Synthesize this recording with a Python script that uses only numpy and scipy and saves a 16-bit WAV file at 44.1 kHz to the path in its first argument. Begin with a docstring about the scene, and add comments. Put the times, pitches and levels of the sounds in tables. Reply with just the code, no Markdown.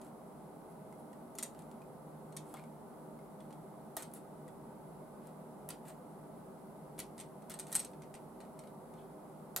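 """In a small curtained room, parts are cut from a plastic model kit frame with steel nippers, at a table.
The jaws tap and scrape on the frame and ring briefly; each cut is a sharp crack that shakes the frame.
Contacts are short coloured noise bursts, rings are dying sine waves, and sliding is a run of tiny slips.
A ventilation fan hums steadily behind: shaped noise with resonances, a mains hum, hiss and a thin whine."""
import sys
import numpy as np
from scipy import signal
from scipy.fft import rfft, irfft
from scipy.io import wavfile
from scipy.ndimage import uniform_filter1d

SR = 44100
rng = np.random.default_rng(int(sys.argv[2]) if len(sys.argv) > 2 else 0)


def transcribe(u):
    """Save the signal u as a 16-bit wav file named by the first command-line argument.

    u: samples, shape (n,) or (channels, n), limited to [-1, 1]; the rate is SR.
    q: integer samples, one column per channel.
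    """
    v = np.clip(np.atleast_2d(u).T, -1, 1)
    q = np.round(v * 32767).astype(np.int16)
    wavfile.write(sys.argv[1], SR, q)


N = 423360  # length of the scene in samples
SIZE = 8192  # length of one short sound in samples
AGE = np.arange(SIZE) / SR  # seconds since a short sound began

# colour of fine friction and of ticks: pitch_hz [Hz], level_db [dB]
FRICTION_COLOUR = [(1500, -28), (4000, -14), (6000, -11.5), (8000, 1.5), (11300, 0), (13500, -4),
                   (16000, -19)]


def from_db(db):
    """Turn decibels into a gain."""
    return 10 ** (np.asarray(db) / 20)


def at_hz(points, hz):
    """Read a spectrum's level in dB at any pitch, joining its points on a log-frequency axis."""
    point_hz, level_db = np.transpose(points)
    return np.interp(np.log(np.maximum(hz, 1)), np.log(point_hz), level_db)


def dying(t60):
    """Envelope that falls by 60 dB in t60 seconds."""
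    return np.exp(-np.log(1000) * AGE / t60)


def unit_energy(x):
    """Scale a sound so that its squares sum to one."""
    return x / np.sqrt(np.sum(x ** 2) + 1e-20)


def add(track, s, sound):
    """Mix a short stereo sound into the track at a time in seconds."""
    start = max(round(s * SR), 0)
    track[:, start:start + SIZE] += sound[:, :max(N - start, 0)]


def coloured(x, spectrum, tilt_db=0, size=161):
    """Give a sound a colour, tilted about 8 kHz, with a filter that never acts early and keeps the energy."""
    hz = np.maximum(np.fft.rfftfreq(SIZE, 1 / SR), 1)
    octaves = np.log2(np.maximum(hz, 1500) / 8000)
    source = rfft(x, SIZE)
    own_colour = np.sqrt(uniform_filter1d(np.abs(source) ** 2, size) + 1e-12)
    wanted_colour = from_db(at_hz(spectrum, hz) + tilt_db * octaves)
    # folding the cepstrum makes the filter minimum-phase: it acts as soon as it can, but never early
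    cepstrum = irfft(np.log(wanted_colour / own_colour))
    cepstrum[1:SIZE // 2] *= 2
    cepstrum[SIZE // 2 + 1:] = 0
    filtered = irfft(source * np.exp(rfft(cepstrum)))
    return unit_energy(filtered) * np.sqrt(np.sum(x ** 2))


def burst(t60, spike=0.38, rise_s=0.00026):
    """A contact: a spike and a spray of tiny fractures, made of noise, that builds and dies at once."""
    envelope = dying(t60)
    spray = unit_energy(rng.standard_normal(SIZE) * envelope * (1 - np.exp(-AGE / rise_s)))
    spray[0] += spike * rng.choice([-1, 1])
    return unit_energy(spray) * np.sqrt(np.sum(envelope ** 2))


def ping(hz, t60):
    """One vibration that starts at an rms of one and dies away."""
    return np.sqrt(2) * np.sin(2 * np.pi * hz * AGE) * dying(t60)


def ringing(modes, spread_db, detune):
    """Every blow excites the modes anew; the grip shifts their pitch a little."""
    hz, level_db, t60 = np.transpose(modes)
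    strength, shift, phase = rng.standard_normal((3, len(hz)))
    shifted_hz = hz * (1 + detune * shift)
    waves = np.sin(2 * np.pi * shifted_hz[:, None] * AGE + phase[:, None])
    return from_db(level_db + spread_db * strength) @ (waves * dying(t60[:, None]))


def frame_ring(count=4):
    """The many runners of the frame split each mode into a dense, quickly damped cluster."""
    # plastic frame, around which each pitch and level varies: pitch_hz [Hz], level_db [dB], t60_s [s]
    frame_modes = [(1397, 3, 0.05), (1950, 2.5, 0.063), (2233, 3.5, 0.033), (2650, 0, 0.035),
                   (3150, -1.5, 0.11), (3630, 4, 0.08), (4300, 6, 0.08), (5820, 8, 0.057), (6880, 7, 0.04)]
    copies = sum(ringing(frame_modes, spread_db=1.5, detune=0.06) for _ in range(count))
    return copies / np.sqrt(count)


def knock(knock_t60=0.036):
    """The dull bump of the frame on the table."""
    # colour of the bump: pitch_hz [Hz], level_db [dB]
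    knock_colour = [(80, -25), (200, -6), (400, -8.5), (780, 0.5), (1300, -10), (2500, -32), (8000, -61)]
    return coloured(burst(knock_t60), knock_colour)


def tick(tilt_db, tick_t60=0.004):
    """A single, very short tick of plastic."""
    return coloured(burst(tick_t60), FRICTION_COLOUR, tilt_db)


def slips(length, per_s):
    """Random stick-slip impulses that swell and fade over one stroke."""
    stroke = np.sin(np.pi * np.minimum(AGE / length, 1))
    happens = rng.random(SIZE) < per_s / SR
    impulses = happens * rng.standard_normal(SIZE) * stroke
    return unit_energy(impulses) * np.sqrt(np.sum(stroke ** 2))


def reflections(t60, delay_s, width):
    """A dense stereo train of echoes of unit energy that fades in around a delay."""
    fade_in = np.clip(AGE / delay_s - 0.5, 0, 1)
    mid, side = rng.standard_normal((2, SIZE)) * dying(t60) * fade_in
    return np.array([unit_energy(mid + width * side), unit_energy(mid - width * side)])


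def in_room(x, wet_db=0, absorb=0.54):
    """Add quick table echoes and a tail dulled by curtains; the hands move, so the echoes always differ."""
    early = from_db(-2) * reflections(t60=0.028, delay_s=0.0013, width=0.68)
    tail = from_db(1) * reflections(t60=0.19, delay_s=0.0038, width=0.52)
    tail = signal.lfilter([1 - absorb], [1, -absorb], tail)
    echoes = signal.fftconvolve(x[None], early + tail, axes=1)[:, :SIZE]
    return x + from_db(wet_db) * echoes


def panned(x, left_db):
    """Make the left ear louder than the right by so many dB."""
    return x * from_db([[left_db / 2], [-left_db / 2]])


def steady_noise(psd_db):
    """Noise with a given level in dB per Hz at each frequency of the full-length grid."""
    return irfft(rfft(rng.standard_normal(N)) * from_db(psd_db), N) * np.sqrt(SR / 2)


def background(mains_hz=50.2, mains_db=-80.5, whine_hz=7900, whine_width_hz=50, whine_db=-103):
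    """Fan rush with the resonances it drives, mains hum, hiss and a thin electronic whine."""
    # air rush of the fan, before the resonances lift it: pitch_hz [Hz], level_db [dB per Hz]
    fan_rush = [(20, -118), (45, -99), (105, -94), (140, -85), (210, -82.5), (330, -88), (600, -85.5),
                (880, -85), (1050, -92), (1280, -95), (1500, -102.5), (1750, -109.5), (2500, -117),
                (6000, -139)]
    # resonances driven by the fan: pitch_hz [Hz], width_hz [Hz], lift_db [dB]
    fan_modes = [(47.3, 12, 5.7), (155.5, 20, 11.9), (199.2, 25, 6.4), (232.8, 18, 8.9), (302.5, 17.4, 9.4),
                 (382.8, 34, 10.7), (426, 25, 3.5), (507.4, 18, 6.4), (535, 3.8, 3.9), (631.5, 25.6, 7.3),
                 (1506, 14, 8.8), (2064, 230, 5.5)]
    # part of the rush that differs between the ears: pitch_hz [Hz], level_db [dB per Hz]
    fan_side = [(20, -124), (50, -100), (90, -97), (150, -89.5), (290, -88.5), (450, -91), (880, -90.5),
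                (1100, -96), (1450, -104), (1750, -112), (2500, -119), (6000, -139)]
    # microphone hiss common to both ears: pitch_hz [Hz], level_db [dB per Hz]
    hiss_mid = [(2000, -119), (4200, -117.5), (6000, -120), (7000, -118), (7900, -113.5), (8700, -113),
                (9600, -111), (10000, -106.5), (10500, -111.5), (11200, -108), (12400, -115),
                (15700, -119.5)]
    # microphone hiss that differs between the ears: pitch_hz [Hz], level_db [dB per Hz]
    hiss_side = [(2000, -118.5), (4200, -117.5), (6000, -121.5), (7800, -116), (10100, -113.5),
                 (13000, -116), (15700, -119.5)]
    hz = np.fft.rfftfreq(N, 1 / SR)
    lift_db = sum(db / (1 + (2 * (hz - mode_hz) / width_hz) ** 2) for mode_hz, width_hz, db in fan_modes)
    hum = from_db(mains_db) * np.sqrt(2) * np.sin(2 * np.pi * mains_hz * np.arange(N) / SR)
    # the whine is a narrow band of noise
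    whine_drop_db = 20 * np.log10(1 + ((hz - whine_hz) / whine_width_hz) ** 2)
    whine = steady_noise(whine_db - whine_drop_db)
    mid = steady_noise(at_hz(fan_rush, hz) + lift_db) + steady_noise(at_hz(hiss_mid, hz)) + hum
    side = steady_noise(at_hz(fan_side, hz)) + steady_noise(at_hz(hiss_side, hz)) + whine
    return np.array([mid + side, mid - side])


def scrapes(slips_per_s=4000, catches_per_s=800, squeak_t60=0.0065):
    """Sliding is a dense run of small slips, with a resonance squeaking; coarser catches grate in the frame."""
    # jaws or frame sliding, levels within the work: middle_s [s], length_s [s], friction_db [dB],
    # grit_db [dB], squeak_hz [Hz], squeak_db [dB]
    scrape_list = [(0.049, 0.1, -71, -77, 8300, -80), (0.71, 0.05, -80, -85, 11100, -74),
                   (0.993, 0.05, -78, -83, 11200, -72), (1.437, 0.11, -72, -72, 8400, -76),
                   (1.59, 0.11, -75, -74, 8400, -80), (2.502, 0.12, -68, -74, 11200, -73),
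                   (2.572, 0.078, -72, -63, 3000, -80), (4.001, 0.055, -55.5, -58.5, 8500, -56),
                   (4.16, 0.06, -59, -69, 11000, -63), (5.261, 0.12, -76, -73.5, 8400, -84),
                   (5.723, 0.058, -71, -70, 3300, -71), (5.871, 0.057, -63, -67, 8300, -78),
                   (5.897, 0.055, -61.5, -64, 8800, -60), (7.524, 0.04, -64, -61.5, 11200, -71),
                   (7.703, 0.074, -62, -66.5, 8400, -72), (7.83, 0.047, -63, -69, 8400, -55),
                   (8.997, 0.08, -83, -77, 3370, -76)]
    # colour of coarse grit: pitch_hz [Hz], level_db [dB]
    grit_colour = [(500, -14), (1300, 3), (2200, -1), (3200, -5.5), (4200, -6.5), (6000, -17), (9000, -22),
                   (16000, -38)]
    out = np.zeros((2, N))
    for middle_s, length_s, friction_db, grit_db, squeak_hz, squeak_db in scrape_list:
        stroke = slips(length_s, slips_per_s)
        friction = from_db(friction_db) * coloured(stroke, FRICTION_COLOUR)
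        grit = from_db(grit_db) * coloured(slips(length_s, catches_per_s), grit_colour)
        resonance = unit_energy(ping(squeak_hz, squeak_t60))
        squeak = from_db(squeak_db) * signal.fftconvolve(stroke, resonance)[:SIZE]
        add(out, middle_s - length_s / 2, in_room(friction + grit + squeak))
    return out


def taps(tap_t60=0.0085, runner_t60=0.0071, contact_db=0.56, frame_db=-29, steel_db=-1.3, knock_db=-23):
    """Steel meets plastic: every contact ticks, and the jaws, the gripped runner and the frame ring."""
    # the jaws strike the frame, often several times in quick succession, levels within the work:
    # start_s [s], level_db [dB], ring_db [steel ring, dB relative to the tap before steel_db],
    # tilt_db [treble tilt, dB per octave]
    tap_list = [(0.015, -50.5, -27, -3), (1.353, -47, -24, 13), (1.378, -53, -5, -6),
                (1.3855, -31.5, -24, 0), (1.3882, -36, -20, -2), (1.4271, -33, 0, 2),
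                (1.432, -31.5, -7, 1.5), (1.4365, -42, -6, 1), (2.3245, -54.5, -8, -7),
                (2.3665, -37, -9, 0), (2.371, -39.5, -11, -2.5), (2.3765, -51, -10, 3),
                (3.405, -58, -7, -7), (3.507, -56, -19, -9), (3.527, -53.5, -17, -6), (4.0233, -39, -13, 3),
                (4.029, -39.5, -11, -1), (5.7016, -42, -7, -8), (5.705, -37, -12, -2.5),
                (6.980, -51, -14, -7), (6.9856, -46, -14, -4), (6.993, -38.5, -18, -6.5),
                (7.001, -32.5, -18, -0.5), (7.18, -44.5, -7, -3.5), (7.191, -45, -8, -6),
                (7.2001, -41, -3, -2.5), (7.207, -49, -6, -8), (7.210, -42.5, -9, -5.5),
                (7.4218, -58.5, -7, -7), (7.503, -41, -10, -1), (7.508, -42.5, -10, -4),
                (7.517, -41, -14, -3), (7.540, -41, -1, -3.5), (7.5895, -37, -14, 0),
                (7.5966, -35, -5.5, 0.5), (7.601, -42.5, 3, -4), (7.668, -46, -10, -4),
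                (7.682, -53, -12, -3), (7.718, -41, -8, 0), (7.7268, -29, -21, 2.5), (7.746, -34, -8, 5),
                (7.7528, -25.5, 0.5, 2.5), (7.758, -28, -1, 0), (7.764, -33, 3, 7), (7.794, -33, -5, -2),
                (7.8, -32, -6, 0), (7.848, -39, -7.5, -2.5), (7.934, -55.5, -16, -10),
                (8.0205, -49, -18, -9), (8.035, -55, -25, -8), (8.141, -45, -9, -8),
                (8.151, -44.5, -17, -6), (8.404, -50, -7.5, -8), (8.412, -53.5, -11, -9),
                (8.591, -46, -7, -4), (8.637, -54.5, -19, -9), (8.673, -53.5, -17, -8),
                (8.938, -57, -18, -6)]
    # holds on the frame: around_s [time near which the hold's pitches apply, s],
    # shift_hz [shift of the jaws' pitch, Hz], runner_hz [pitch of the gripped runner, Hz],
    # runner_db [its ring, dB relative to the tap]
    hold_list = [(1.4, 130, 6900, -5.5), (2.37, 130, 6900, -6), (3.4, 100, 4200, -10),
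                 (4.03, 130, 8400, -7), (5.7, 100, 4900, -9), (7.0, 140, 4850, -10), (7.2, 140, 3350, -12),
                 (7.54, 10, 3600, -16), (7.8, 0, 10800, -9), (8.14, 100, 6430, -12), (8.6, 120, 4200, -14)]
    # colour of a tap: pitch_hz [Hz], level_db [dB]
    tap_colour = [(400, -14), (1300, -24), (2100, -10.5), (2900, -10), (4200, -9.5), (5400, -9), (6900, -4),
                  (7650, -2.5), (8400, 1), (9500, 2), (11300, -1), (12200, -6), (13200, -5), (14300, -23),
                  (16000, -39)]
    # steel nippers, before the hold shifts their pitch: pitch_hz [Hz], level_db [dB], t60_s [s]
    steel_modes = [(7880, -10, 0.02), (8090, -3, 0.025), (8260, 6, 0.031), (8420, -8, 0.018),
                   (9600, -13, 0.02), (11000, -8, 0.032), (11500, -13, 0.025)]
    out = np.zeros((2, N))
    for start_s, level_db, ring_db, tilt_db in tap_list:
        # the hold nearest in time sets the pitches
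        _, shift_hz, runner_hz, runner_db = min(hold_list, key=lambda hold: abs(hold[0] - start_s))
        hit = burst(tap_t60, spike=0.37, rise_s=0.00035)
        contact = from_db(contact_db) * coloured(hit, tap_colour, tilt_db)
        held_modes = np.array(steel_modes) + [shift_hz, 0, 0]
        steel = from_db(steel_db + ring_db) * ringing(held_modes, spread_db=2.0, detune=0.0018)
        plastic = from_db(frame_db) * frame_ring() + from_db(runner_db) * ping(runner_hz, runner_t60)
        bump = from_db(knock_db) * knock()
        add(out, start_s, in_room(from_db(level_db) * (contact + plastic + bump), wet_db=0.0))
        add(out, start_s, in_room(from_db(level_db) * steel, wet_db=-3.5))
    return out


def ticks():
    """Stressed plastic gives with single, very short ticks."""
    # tiny dry ticks: start_s [s], level_db [dB], tilt_db [treble tilt, dB per octave]
    tick_list = [(0.047, -53, -4), (0.066, -56, -11), (1.549, -53, -12), (1.591, -47, -8), (1.621, -53, -6),
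                 (1.7142, -51.5, -10.5), (4.116, -57, -10), (5.271, -49.5, -3), (5.884, -44, -2),
                 (7.915, -57, 2), (8.451, -57, -14)]
    out = np.zeros((2, N))
    for start_s, level_db, tilt_db in tick_list:
        add(out, start_s, in_room(from_db(level_db) * tick(tilt_db), wet_db=-2))
    return out


def frame_bends(bend_t60=0.029, knock_db=-1):
    """The frame bends: one bending mode rings softly, with a bump and a tick."""
    # frame bending: soft nudges, and the low woody body under some snips and hard taps, levels within the
    # work: start_s [s], level_db [dB], pitch_hz [Hz], tick_db [dB], tilt_db [tick's treble tilt, dB per octave]
    bend_list = [(0.926, -57.5, 2080, -53, -8), (1.131, -55, 1890, -52, -10), (1.818, -57, 2480, -54, -12),
                 (2.540, -47, 1360, -38.5, -1), (2.541, -55, 3400, -53, -12), (2.543, -43.5, 990, -60, -10),
                 (2.570, -50, 2150, -49, -7), (2.595, -54, 2380, -52, -7), (2.639, -58, 2210, -52, -9),
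                 (3.19, -62, 2110, -59, -8), (3.403, -60, 3400, -58, -11), (3.406, -61, 2050, -59, -11),
                 (3.969, -40.5, 775, -50, -12), (3.971, -43, 1890, -48, -10), (4.480, -56, 1920, -49, -4),
                 (4.487, -67, 3400, -55, -10), (5.6897, -53, 1940, -48, -12), (5.706, -54, 1460, -52, -10),
                 (7.503, -49, 1400, -54, -8), (7.754, -45, 1530, -44, -11)]
    out = np.zeros((2, N))
    for start_s, level_db, pitch_hz, tick_db, tilt_db in bend_list:
        bending = ping(pitch_hz, bend_t60) / np.sqrt(2)
        body = bending + from_db(knock_db) * knock()
        add(out, start_s, in_room(from_db(level_db) * body, wet_db=-4.5))
        add(out, start_s, in_room(from_db(tick_db) * tick(tilt_db), wet_db=-1.0))
    return out


def snips(stub_t60=0.0034, knock_db=-20):
    """Plastic parts with cracks and a high ping; the frame rings and knocks on the table."""
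    # cracks of the snips, several rows to one snip, and a thin high tick at 4.14 s, levels within the work:
    # start_s [s], level_db [dB], crack_t60_s [s], tilt_db [treble tilt, dB per octave],
    # stub_hz [ping of the freed stub, Hz], stub_db [dB relative to the crack],
    # frame_db [frame ring, dB relative to the crack]
    snip_list = [(3.9675, -23, 0.004, 2, 10900, -4, -34.5), (3.9698, -32, 0.009, -4, 11200, 0, -31),
                 (3.9795, -42, 0.009, -5, 8400, 1, -30), (4.1375, -43.5, 0.009, 9, 10900, 6, -38),
                 (5.6896, -31, 0.005, 14, 10400, 1, -36), (6.991, -31.5, 0.009, 1, 11470, -1, -29),
                 (7.4977, -35, 0.005, 5, 12600, -6, -31), (9.5626, -21.5, 0.0046, -6, 12300, 4.5, -35),
                 (9.5643, -31.5, 0.009, -3, 7250, 4, -32), (9.567, -38, 0.009, -6, 4200, 2, -30),
                 (9.5744, -30, 0.009, -3, 8560, -2, -31), (9.585, -36, 0.006, 1, 9800, -6, -34)]
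    # colour of a crack: pitch_hz [Hz], level_db [dB]
    crack_colour = [(300, -37), (900, -13.5), (2000, -9.5), (2800, -12), (4200, -3.5), (5500, -3),
                    (7200, 3), (9500, 5), (11300, 10.5), (12800, 3), (14000, -1), (15700, -5)]
    out = np.zeros((2, N))
    for start_s, level_db, crack_t60_s, tilt_db, stub_hz, stub_db, frame_db in snip_list:
        crack = coloured(burst(crack_t60_s, spike=0.5, rise_s=0.00028), crack_colour, tilt_db)
        stub = from_db(stub_db) * ping(stub_hz, stub_t60)
        frame = from_db(frame_db) * frame_ring()
        bump = from_db(knock_db) * knock()
        add(out, start_s, in_room(from_db(level_db) * (crack + stub + frame + bump), wet_db=-1.5))
    return out


def scene(work_db=-2.5):
    """The work at the table near the middle, over the steady background a little to the right."""
    work = from_db(work_db) * (scrapes() + taps() + frame_bends() + snips()) + ticks()
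    return panned(background(), left_db=-0.7) + panned(work, left_db=0.5)


def record(dry, left_dullness=0.084, cutoff_hz=16300):
    """The left microphone is slightly duller; the top is cut steeply."""
    left = signal.lfilter([1 - left_dullness], [1, -left_dullness], dry[0])
    ears = np.array([left, dry[1]])
    return signal.sosfilt(signal.cheby2(20, 50, cutoff_hz, fs=SR, output="sos"), ears)


dry = scene()
out = record(dry)
transcribe(out)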